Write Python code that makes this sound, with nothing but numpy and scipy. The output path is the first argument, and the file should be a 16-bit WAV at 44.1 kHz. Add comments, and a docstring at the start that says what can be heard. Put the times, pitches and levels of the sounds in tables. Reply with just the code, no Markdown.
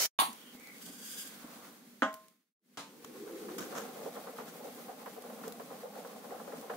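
"""Hot water hisses in an iron pan on a wood fire and breaks off. A ladle clanks down, the broth fizzes,
and a thin metal lid clanks on. After a fade the stove is heard from further off: a knock on the pan,
a gurgle, then flames that flutter and puff under the simmering food while the firewood ticks.
Water and fire are coloured noise, bubbles are short gliding tones, and struck metal is a set of
ringing tones with a wash of noise."""
import sys
import numpy as np
from scipy import signal
from scipy.fft import rfft, irfft, next_fast_len
from scipy.io import wavfile
from scipy.ndimage import uniform_filter1d, map_coordinates

SR = 44100
rng = np.random.default_rng(int(sys.argv[2]) if len(sys.argv) > 2 else 0)


def persist_wave(psi):
    """Save psi, clipped to +-1, as 16-bit WAV."""
    counts = np.round(np.clip(psi, -1, 1) * 32767).astype(np.int16)
    wavfile.write(sys.argv[1], SR, np.atleast_2d(counts).T)


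N = 298116

# the close scene fades out and gives way to the far scene
FAR_STARTS_S = 2.572


def amp(db):
    """Turn decibels into a factor to multiply by."""
    return np.exp(np.asarray(db) * (np.log(10) / 20))


def clock():
    """The time of every sample, in seconds."""
    return np.arange(N) / SR


def unit(x):
    """Scale a signal to an average strength (rms) of 1."""
    return x / np.sqrt(np.mean(x ** 2))


def noise(size=N):
    """Two unrelated white noises: all frequencies equally strong."""
    return rng.standard_normal((2, size), dtype="f")


def colour(x, points, size=4096):
    """Filter through (Hz, dB) points; the response never starts before its input (minimum phase)."""
    hz, db = np.transpose(points)
    bin_hz = np.arange(size // 2 + 1) * SR / size
    gain_db = np.interp(np.log(bin_hz + 1), np.log(hz), db)
    # folding the cepstrum forward in time makes the filter causal
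    cepstrum = irfft(np.log(amp(gain_db)))
    cepstrum[1:size // 2] *= 2
    cepstrum[size // 2 + 1:] = 0
    response = irfft(np.exp(rfft(cepstrum)))[:size // 2]
    filtered = signal.oaconvolve(np.atleast_2d(x).astype("f"), response[None].astype("f"), axes=1)
    return filtered[:, :x.shape[-1]]


def stereo(pair, points):
    """Two signals become the middle and the left-right difference of one coloured sound, rms 1."""
    # the bass is nearly alike in both ears: (frequency [Hz], gain of the difference signal [dB])
    side_gain = [(40, -5.5), (130, -16.5), (250, -13.5), (500, -8), (1000, -4), (2200, -0.5), (16000, 0)]
    side = colour(pair[1], side_gain)
    left_right = np.vstack([pair[0] + side, pair[0] - side])
    return unit(colour(left_right, points))


def crackle(spread_db, smooth_db, count=12000):
    """Tiny bursts of unequal size over steady noise, smooth_db stronger than the bursts; rms 1."""
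    bursts = np.zeros((2, N), dtype="f")
    sizes = amp(spread_db * np.minimum(rng.exponential(size=count), 4))
    bursts[:, rng.integers(0, N, count)] = sizes * noise(size=count)
    return unit(unit(bursts) + float(amp(smooth_db)) * noise())


def ragged(x, depth_db, spacing_hz=30, full_hz=4000):
    """Raise some frequencies and sink others at random, like crowded resonances; less so in the bass."""
    size = next_fast_len(x.shape[-1], True)
    hz = np.arange(size // 2 + 1) * SR / size
    heights = np.minimum(rng.standard_normal(size=1200), 1.5)
    unevenness = np.interp(hz / spacing_hz, np.arange(len(heights)), heights)
    db = depth_db * np.minimum(hz / full_hz, 1) * unevenness
    return irfft(rfft(x, size) * amp(db), size)[:, :x.shape[-1]]


def drift(x, rate, depth):
    """Let the pitch wander by a share depth, with rate changes a second, by uneven playback speed."""
    place = np.cumsum(1 + depth * walk(rate)[:x.shape[-1]])
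    return np.array([map_coordinates(channel, [place], order=2, mode="mirror") for channel in x])


def walk(rate):
    """A random wandering curve with rate new targets a second and a spread near 1."""
    hold = int(SR / rate)
    steps = np.repeat(rng.standard_normal(N // hold + 1), hold)
    return unit(uniform_filter1d(steps, hold)[:N])


def swells(rows):
    """Envelope of bursts (start s, peak dB, swell time s) that rise quickly and die more slowly."""
    power = np.zeros(N)
    for s, db, swell in rows:
        start = int(s * SR)
        age = np.arange(min(SR // 2, N - start)) / SR / max(swell, 1 / SR)
        power[start:start + len(age)] += (amp(db) * age * np.exp(1 - age)) ** 2
    return np.sqrt(power)


def held(start_s, end_s, rise, fall):
    """Envelope in dB: a rise until start_s and a fall after end_s, in dB per s; they add if they overlap."""
    t = clock()
    before = abs(rise) * np.maximum(start_s - t, 0)
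    after = abs(fall) * np.maximum(t - end_s, 0)
    return np.maximum(-before - after, -200)


def hump(s, width_s):
    """A smooth bell-shaped swell of height 1 around one moment."""
    return np.exp(-np.minimum(((clock() - s) / width_s) ** 2, 100) / 2)


def by_scene(close, far):
    """One value while close, the other from further off."""
    return np.where(clock() < FAR_STARTS_S, close, far)


def stove_db(surges):
    """Stove level change in dB: screened as the lid nears, swelling in from afar, lifted by surges."""
    lid_nears_s, lid_screen_db_per_s, swell_in_s = 1.615, 17.5, 0.29
    t = clock()
    screened = -lid_screen_db_per_s * np.maximum(t - lid_nears_s, 0)
    swelled = 1 - np.exp(-np.maximum(t - FAR_STARTS_S, 0) / swell_in_s)
    swelling = 20 * np.log10(swelled ** 2 + 1e-8)
    lifted = sum(db * hump(s, width) for s, db, width in surges)
    return by_scene(screened, swelling) + lifted


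def sear():
    """Water flashes to steam on hot iron: so many bursts that they merge into a hiss, then break off."""
    # tone of water on hot iron: (frequency [Hz], relative level [dB])
    sear_tone = [(70, -38), (100, -21.5), (659, -8.5), (868, -11.5), (2450, -9), (2670, -15), (3090, -6.5),
                 (3370, -11.5), (5960, -2), (8730, -14), (12500, -9.5), (15800, -11)]
    bursts = crackle(spread_db=1.2, smooth_db=3, count=80000)
    hiss = stereo(ragged(bursts, depth_db=4.0), sear_tone)
    return hiss * amp(-27.5 + held(start_s=0, end_s=.057, rise=0, fall=1358.5))


def flames():
    """The fire makes a low roar with a ragged flutter above it; both grow as it flares up."""
    # tones of the roar and the flutter: (frequency [Hz], relative level [dB])
    rumble_tone = [(25, -47.5), (70, -51), (125, -27.5), (165, -7.5), (195, -7.5), (213, 1), (226, -5.5),
                   (242, 1.5), (275, -6.5), (340, -11), (500, -17.5), (1000, -32.5)]
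    flutter_tone = [(150, -40), (350, -8), (470, 9), (560, 1.5), (660, -5), (780, 2.5), (940, -9),
                    (1060, -0.5), (1400, -8.5), (1900, -18), (3200, -24.5), (8000, -36)]
    # the fire flares up: (middle [s], rumble gain [dB], bell width [s])
    flares = [(3.78, 3.5, 0.31), (5.46, 2.5, 0.055), (6.38, 2.5, 0.23)]
    flutter_growth = 1.84  # dB of flutter for each dB of rumble
    fire_db = stove_db(flares)
    rumble_db = by_scene(close=-57, far=-54) + fire_db + 1.6 * walk(25)
    rumble = stereo(noise(), rumble_tone) * amp(rumble_db)
    flutter = stereo(crackle(spread_db=0.5, smooth_db=3.5, count=4000), flutter_tone)
    flutter_db = by_scene(close=-65, far=-56) + flutter_growth * fire_db + 1.9 * walk(40)
    return rumble + flutter * amp(flutter_db)


def fizz():
    """Tiny bubbles burst along the hot wall of the pan, faster than the ear can count."""
    # tone of the bursting bubbles: (frequency [Hz], relative level [dB])
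    fizz_tone = [(300, -11.5), (1500, 8.5), (3000, 4), (5000, 0.5), (9000, 0), (12000, 0.5), (15000, 2)]
    # the liquid wets more hot iron and fizzes harder: (middle [s], gain [dB], bell width [s])
    surges = [(1.35, 3.2, 0.19), (3.7, 4.3, 0.46)]
    bursting = ragged(crackle(spread_db=2.5, smooth_db=3.5, count=20000), depth_db=3.5)
    return stereo(bursting, fizz_tone) * amp(-56.5 + stove_db(surges) + 1.4 * walk(30))


def struck(blows, modes, wash, wash_db, wash_t60, ragged_db, crack_db, lag_ms, low_hz, build_s, crack_s):
    """Every contact cracks and leaves a wash of overtones; the main tones start at the first and ring on."""
    t = np.arange(SR * 3 // 4) / SR
    # t60 is the time in which a sound dies away by 60 dB
    overtones = stereo(ragged(noise(size=len(t)), ragged_db), wash)
    clash = amp(wash_db) * overtones * np.exp(-np.log(1000) * t / wash_t60)
    clash = clash + amp(crack_db) * stereo(noise(size=len(t)), wash) * np.exp(-t / crack_s)
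    out = np.zeros((2, N))
    for s, db, tilt in blows:
        start = int(s * SR)
        slope = [(375, -2 * tilt), (12000, 3 * tilt)]  # five octaves apart
        out[:, start:start + len(t)] += amp(db) * colour(clash, slope)
    # the ringing reaches the right ear a little later
    ears = np.maximum(t - np.array([[0], [lag_ms * 1e-3]]), 0)
    ring = np.zeros((2, len(t)))
    for hz, db, t60 in modes:
        ring += amp(db) * np.cos(2 * np.pi * hz * ears) * np.exp(-np.log(1000) * ears / t60)
    first = int(blows[0][0] * SR)
    out[:, first:first + len(t)] += ring * (1 - np.exp(-ears / build_s))
    # a small object radiates little bass
    return signal.sosfilt(signal.butter(3, low_hz, "high", fs=SR, output="sos"), out)


def ladle():
    """The ladle is put down: quick metal contacts make it ring with many crowded overtones."""
    # contacts: (time [s], clash level [dB], hardness as brightness tilt [dB per octave])
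    blows = [(.1893, -27.5, -1.5), (.1978, -36, 0), (.1993, -38.5, 6.5), (.2055, -40.5, 4),
             (.2185, -31, -9), (.255, -46, 0.5)]
    # ringing tones: (frequency [Hz], level before build-up and bass cut [dB], t60 [s])
    modes = [(762, -32, .24), (873, -32, .26), (937, -30, .24), (1005, -28, .3), (1099.6, -21, .22),
             (1145, -28, .2), (2297, -42, .24), (3522, -39, .19), (3639, -37.5, .2), (6648, -47, .34),
             (8452, -42, .16), (9639, -40, .22), (10276, -41, .22), (10679, -37.5, .22)]
    # wash of dense overtones: (frequency [Hz], relative level [dB])
    wash = [(200, 0.5), (500, -19.5), (780, 2), (1080, 6.5), (1450, -4.5), (2400, -0.5), (3700, -0.5),
            (4650, -2), (5000, -20), (5800, -12), (6300, -22), (7600, -13), (8300, -12), (10700, -4.5),
            (11700, -19), (12500, -14), (15500, -17)]
    return struck(blows, modes, wash, wash_db=-1, wash_t60=0.24, ragged_db=5, crack_db=4,
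                  lag_ms=0.3, low_hz=480, build_s=0.00066, crack_s=0.0055)


def thuds():
    """Soft thuds: noise centred on the low tones, in short swells."""
    # tone: (frequency [Hz], relative level [dB])
    thud_tone = [(30, -19), (70, -21.5), (120, -17.5), (170, 0), (250, 10.5), (380, -7), (700, -8),
                 (3000, -46)]
    # thuds: (start [s], peak level [dB], swell time [s])
    thud_times = [(.19, -46, 0.0084), (.28, -55, 0.011), (.548, -48, 0.0035), (.86, -51, 0.021),
                  (1.44, -49, 0.0084), (3.045, -49, .003), (3.582, -44.5, 0.021)]
    return stereo(noise(), thud_tone) * swells(thud_times)


def ticks():
    """The firewood ticks: dry snaps of noise that die at once, each with a faint, longer tail."""
    # tone: (frequency [Hz], relative level [dB])
    tick_tone = [(200, 1), (1000, 0), (3000, 1), (7000, 3), (12000, 3.5), (16000, 4)]
    # ticks: (time [s], level before the shared trim [dB])
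    tick_times = [(.33, -37), (.598, -44), (.6721, -41), (.7823, -43), (1.274, -38), (1.586, -45),
                  (2.129, -44), (2.1408, -34.5), (2.2833, -48), (3.583, -33), (3.6057, -35.5), (4.749, -43),
                  (5.222, -41), (5.48, -34), (5.523, -36.5), (6.073, -44), (6.613, -42)]
    trim_db, tail_db, snap_s, tail_s = -4, -19, 0.002, 0.042
    snaps = np.zeros(N)
    age = clock()[:SR // 10]
    snap = np.exp(-age / snap_s) + amp(tail_db) * np.exp(-age / tail_s)
    for s, db in tick_times:
        start = int(s * SR)
        snaps[start:start + len(age)] += amp(db + trim_db) * snap[:N - start]
    return stereo(noise(), tick_tone) * snaps


def whistles():
    """Thin whistles of steam: narrow bands of noise whose pitch wavers."""
    # whistles: (middle [s], bell width [s], centre frequency [Hz], peak level [dB])
    whistle_rows = [(.42, 0.038, 3130, -61), (.5, 0.028, 3200, -58.5), (0.687, 0.065, 2140, -55),
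                    (1.2, .18, 1566, -63.5)]
    out = np.zeros((2, N))
    for s, width, hz, db in whistle_rows:
        band = [(hz * .8, -35), (hz * .93, 0), (hz * 1.07, 0), (hz * 1.25, -35)]
        whistle = drift(unit(colour(noise(size=2 * SR), band)), rate=14, depth=.025)
        out[:, :2 * SR] += whistle * amp(db) * hump(s, width)[:2 * SR]
    return out


def steam():
    """Steam spurts twice, then swells and dies: hissing noise with wandering resonances."""
    # tone: (frequency [Hz], relative level [dB])
    steam_tone = [(1000, -15), (1420, -10.5), (1580, 9.5), (1780, -9), (2600, -4.5), (3300, 5), (3700, 0),
                  (4100, -14), (4780, 6.5), (5100, -2.5), (7000, 2.5), (10000, -0.5), (15500, -1.5)]
    # jets: (rise ends [s], fall starts [s], level the slopes are counted from [dB],
    # rise [dB per s], fall [dB per s]); where the slopes overlap the level is not reached
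    steam_jets = [(.824, 0.79, -28.5, 2202, 620), (.864, 0.86, -48.5, 1000, 300),
                  (1.146, 1.208, -42, 54.5, 127.5)]
    jets = sum(amp(db + held(start, end, rise, fall)) for start, end, db, rise, fall in steam_jets)
    hiss = drift(stereo(ragged(noise(), depth_db=5.0), steam_tone), rate=9, depth=.01)
    return hiss * jets * amp(1.5 * walk(59.9))


def lid_rush(at_s=1.55, width_s=0.15, level_db=-56):
    """A hollow rush swells for a moment as the lid moves over the pan: noise without much treble."""
    # tone: (frequency [Hz], relative level [dB])
    hollow_tone = [(250, -19.5), (520, 4), (800, 1), (1400, 0), (2400, -23)]
    return stereo(noise(), hollow_tone) * amp(level_db) * hump(at_s, width_s)


def lid():
    """The thin lid lands on the rim in four quick contacts that crack sharply and set it ringing."""
    # contacts: (time [s], clash level [dB], hardness as brightness tilt [dB per octave])
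    blows = [(2.0211, -28, -1), (2.0226, -27, -1), (2.0275, -29.5, 0), (2.0315, -27, 0.8)]
    # ringing tones: (frequency [Hz], level before build-up and bass cut [dB], t60 [s])
    modes = [(247, -22.5, .1), (277, -31, .22), (425, -48, .25), (546, -26, .1), (638.7, -31.5, .38),
             (825, -23, .035), (851, -36, .19), (895, -42, .28), (1053.2, -31, .42), (1110, -37, .2),
             (1226, -28, .17), (1341, -29, .14), (1412, -13, .02), (1484, -32, .21), (1513, -32.5, .11),
             (1615.5, -31.5, .19), (1661, -41.5, .24), (1864, -39, .22), (2972, -42, .22), (3359, -41, .13)]
    # wash of dense overtones: (frequency [Hz], relative level [dB])
    wash = [(130, -9.5), (245, 10.5), (350, -5.5), (520, 2), (820, 1), (1000, -4.5), (1400, 3.5),
            (2000, -4.5), (2600, -11.5), (3400, -11), (4200, -24.5), (6800, -20.5), (9000, -37),
            (15000, -49.5)]
    return struck(blows, modes, wash, wash_db=-9.5, wash_t60=0.27, ragged_db=3.5, crack_db=7,
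                  lag_ms=0.095, low_hz=189.4, build_s=0.00048, crack_s=.0016)


def pan_knock():
    """The pan is knocked: two contacts and a few faint tones that ring on."""
    # contacts: (time [s], clash level [dB], hardness as brightness tilt [dB per octave])
    blows = [(2.7722, -40, 0), (2.79, -47.5, 0.65)]
    # ringing tones: (frequency [Hz], level before build-up and bass cut [dB], t60 [s])
    modes = [(280.6, -49.5, 0.46), (900, -55, 0.57), (1020, -50.5, 0.44), (1270, -48.5, 0.28),
             (1390, -36, 0.024), (1583, -55, 0.31)]
    # wash of dense overtones: (frequency [Hz], relative level [dB])
    wash = [(220, -5.5), (600, -8), (1200, -7), (1900, -14.5), (3000, -12), (7500, -19.5), (15000, -32)]
    return struck(blows, modes, wash, wash_db=-0.5, wash_t60=0.32, ragged_db=2.5, crack_db=-3,
                  lag_ms=0.066, low_hz=165, build_s=0.0009, crack_s=.0025)


def bubbles(count, low_hz, high_hz, cycles, glide):
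    """Bubbles ring for up to 50 ms, fading as they rise in pitch on their way to the surface; rms 1."""
    t = np.arange(SR // 20) / SR
    out = np.zeros((2, N + len(t)))
    for when, pitch, size, pan in rng.random((count, 4)):
        start = int(when * N)
        hz = low_hz + pitch * (high_hz - low_hz)
        age = t * hz / cycles
        tone = np.sin(2 * np.pi * hz * t * (1 + glide * age / 2))
        bubble = size * tone * age * np.exp(-np.log(1000) * age)
        ears = 1 + 1.1 * (pan - .5) * np.array([[1], [-1]])
        out[:, start:start + len(t)] += ears * bubble
    return unit(out[:, :N])


def gurgle():
    """The broth gurgles deeply for a moment: many large, low-pitched bubbles."""
    deep = bubbles(count=4000, low_hz=290, high_hz=515, cycles=42.0, glide=0.073)
    return deep * amp(-46.5 + held(start_s=3.234, end_s=3.58, rise=65, fall=35))


def knock_and_spits():
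    """The short click of a dry, woody knock, then spits from the pan: crackling noise in short swells."""
    # shared tone: (frequency [Hz], relative level [dB])
    burst_tone = [(200, -26), (900, 9), (1500, 18), (2100, 1.5), (3200, 5.5), (4500, -3), (5600, 6.5),
                  (7000, 6), (8500, -3), (11000, -4), (16000, -2)]
    # the knock at 3.045 s, then the spits: (start [s], peak level [dB], swell time [s])
    burst_rows = [(3.045, -43, 0.0022), (3.581, -38.5, 0.0064), (3.602, -45.5, 0.019),
                  (3.746, -43.5, 0.028), (4.475, -50.5, 0.011)]
    return stereo(crackle(spread_db=6, smooth_db=6), burst_tone) * swells(burst_rows)


def puffs():
    """Flames puff as pockets of wood gas catch: a soft body, a bright pop and a sputter."""
    # tones of the body and the bright edge: (frequency [Hz], relative level [dB])
    body_tone = [(120, -39), (350, -16), (465, 10), (540, 5), (650, -2.5), (790, 1), (1050, -18.5),
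                 (2000, -35)]
    edge_tone = [(500, -23), (800, 7), (1050, 14.5), (1400, 10.5), (1900, 3), (2300, -6.5), (3200, -8.5),
                 (7000, -30)]
    # puffs: (start [s], body level before trim [dB], edge level before trim [dB], swell time [s])
    puff_rows = [(3.273, -45.5, -55, 0.015), (3.484, -47, -49.5, .008), (3.722, -37.5, -47.5, 0.013),
                 (3.75, -32.5, -43, 0.021), (3.847, -37.5, -53, 0.0085), (3.956, -37.5, -64, 0.022),
                 (4.011, -39.5, -58, 0.013), (4.053, -30, -57, 0.014), (4.163, -34.5, -50.5, .011),
                 (4.27, -38, -48.5, 0.014), (4.385, -35, -45, 0.014), (4.594, -41, -63, 0.016),
                 (4.639, -36.5, -58, 0.022), (4.882, -36, -51, 0.017), (5.059, -37, -45.5, 0.011),
                 (5.165, -35.5, -58, 0.0094), (5.237, -38, -55, 0.013), (5.295, -41.5, -54, 0.011),
                 (5.436, -42, -47.5, .011), (5.471, -34.5, -55, 0.007), (5.596, -35.5, -47, 0.01),
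                 (5.703, -37, -52, .018), (5.83, -35, -57, 0.018), (5.951, -36, -56, 0.024),
                 (6.046, -36, -52, 0.007), (6.16, -39, -67, 0.0073), (6.244, -38.5, -57, .011),
                 (6.304, -34, -51, 0.019), (6.398, -34.5, -50.5, 0.007), (6.475, -36, -56, 0.012),
                 (6.519, -38, -48.5, 0.017), (6.624, -38.5, -59, 0.017), (6.697, -29.5, -41, 0.012),
                 (6.734, -37.5, -50, 0.016)]
    body_trim_db, pop_trim_db, sputter_trim_db, pop_s = -8.5, 1.5, -4.0, .003
    # the pitch wanders, so puffs differ
    body = drift(stereo(noise(), body_tone), rate=12, depth=.03)
    body = body * swells([(s, db + body_trim_db, swell) for s, db, _, swell in puff_rows])
    pops = [(s, upper + pop_trim_db, pop_s) for s, _, upper, _ in puff_rows]
    sputters = [(s, upper + sputter_trim_db, swell) for s, _, upper, swell in puff_rows]
    edge = stereo(crackle(spread_db=-1.5, smooth_db=5.0, count=4000), edge_tone)
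    return body + edge * swells(pops + sputters)


def simmer():
    """The broth settles to a simmer of smaller, higher-pitched bubbles that lasts to the end."""
    small = bubbles(count=1600, low_hz=439, high_hz=856, cycles=31.5, glide=0.066)
    return small * amp(-57.0 + held(start_s=3.72, end_s=N / SR, rise=95, fall=0))


def high_hiss():
    """A thin, high, grainy hiss swells and fades around 5 s: bursts stand out from faint noise."""
    # tone: (frequency [Hz], relative level [dB])
    hiss_tone = [(2500, -10.5), (8000, -6), (11500, 6)]
    grains = crackle(spread_db=3, smooth_db=-6, count=5000)
    return stereo(grains, hiss_tone) * amp(-60.5 + 2 * walk(22)) * hump(5, width_s=0.78)


def scene():
    """After the hiss the close kitchen plays and fades, then the far one; close sounds lean right."""
    close_starts_s, fade_starts_s, fade_in_s, fade_power = .187, 2.28, 0.073, 1.7
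    left_db = -0.4  # left ear while close; the right ear gets the opposite
    t = clock()
    fade_out = np.clip((FAR_STARTS_S - t) / (FAR_STARTS_S - fade_starts_s), 0, 1) ** fade_power
    fade_in = np.clip((t - FAR_STARTS_S) / fade_in_s, 0, 1) ** fade_power
    fade = by_scene(fade_out * (t > close_starts_s), fade_in)
    fire = flames() + puffs() + ticks()
    water = fizz() + steam() + whistles() + gurgle() + simmer()
    knocks = ladle() + thuds() + lid_rush() + lid() + pan_knock() + knock_and_spits()
    kitchen = (fire + water + knocks + high_hiss()) * fade
    balance_db = by_scene(left_db, 0) * np.array([[1], [-1]])
    return (sear() + kitchen) * amp(balance_db)


def record(dry):
    """Cut the treble steeply above 15650 Hz."""
    return signal.sosfilt(signal.ellip(10, .2, 70, 15650, fs=SR, output="sos"), dry)


dry = scene()
out = record(dry)
persist_wave(out)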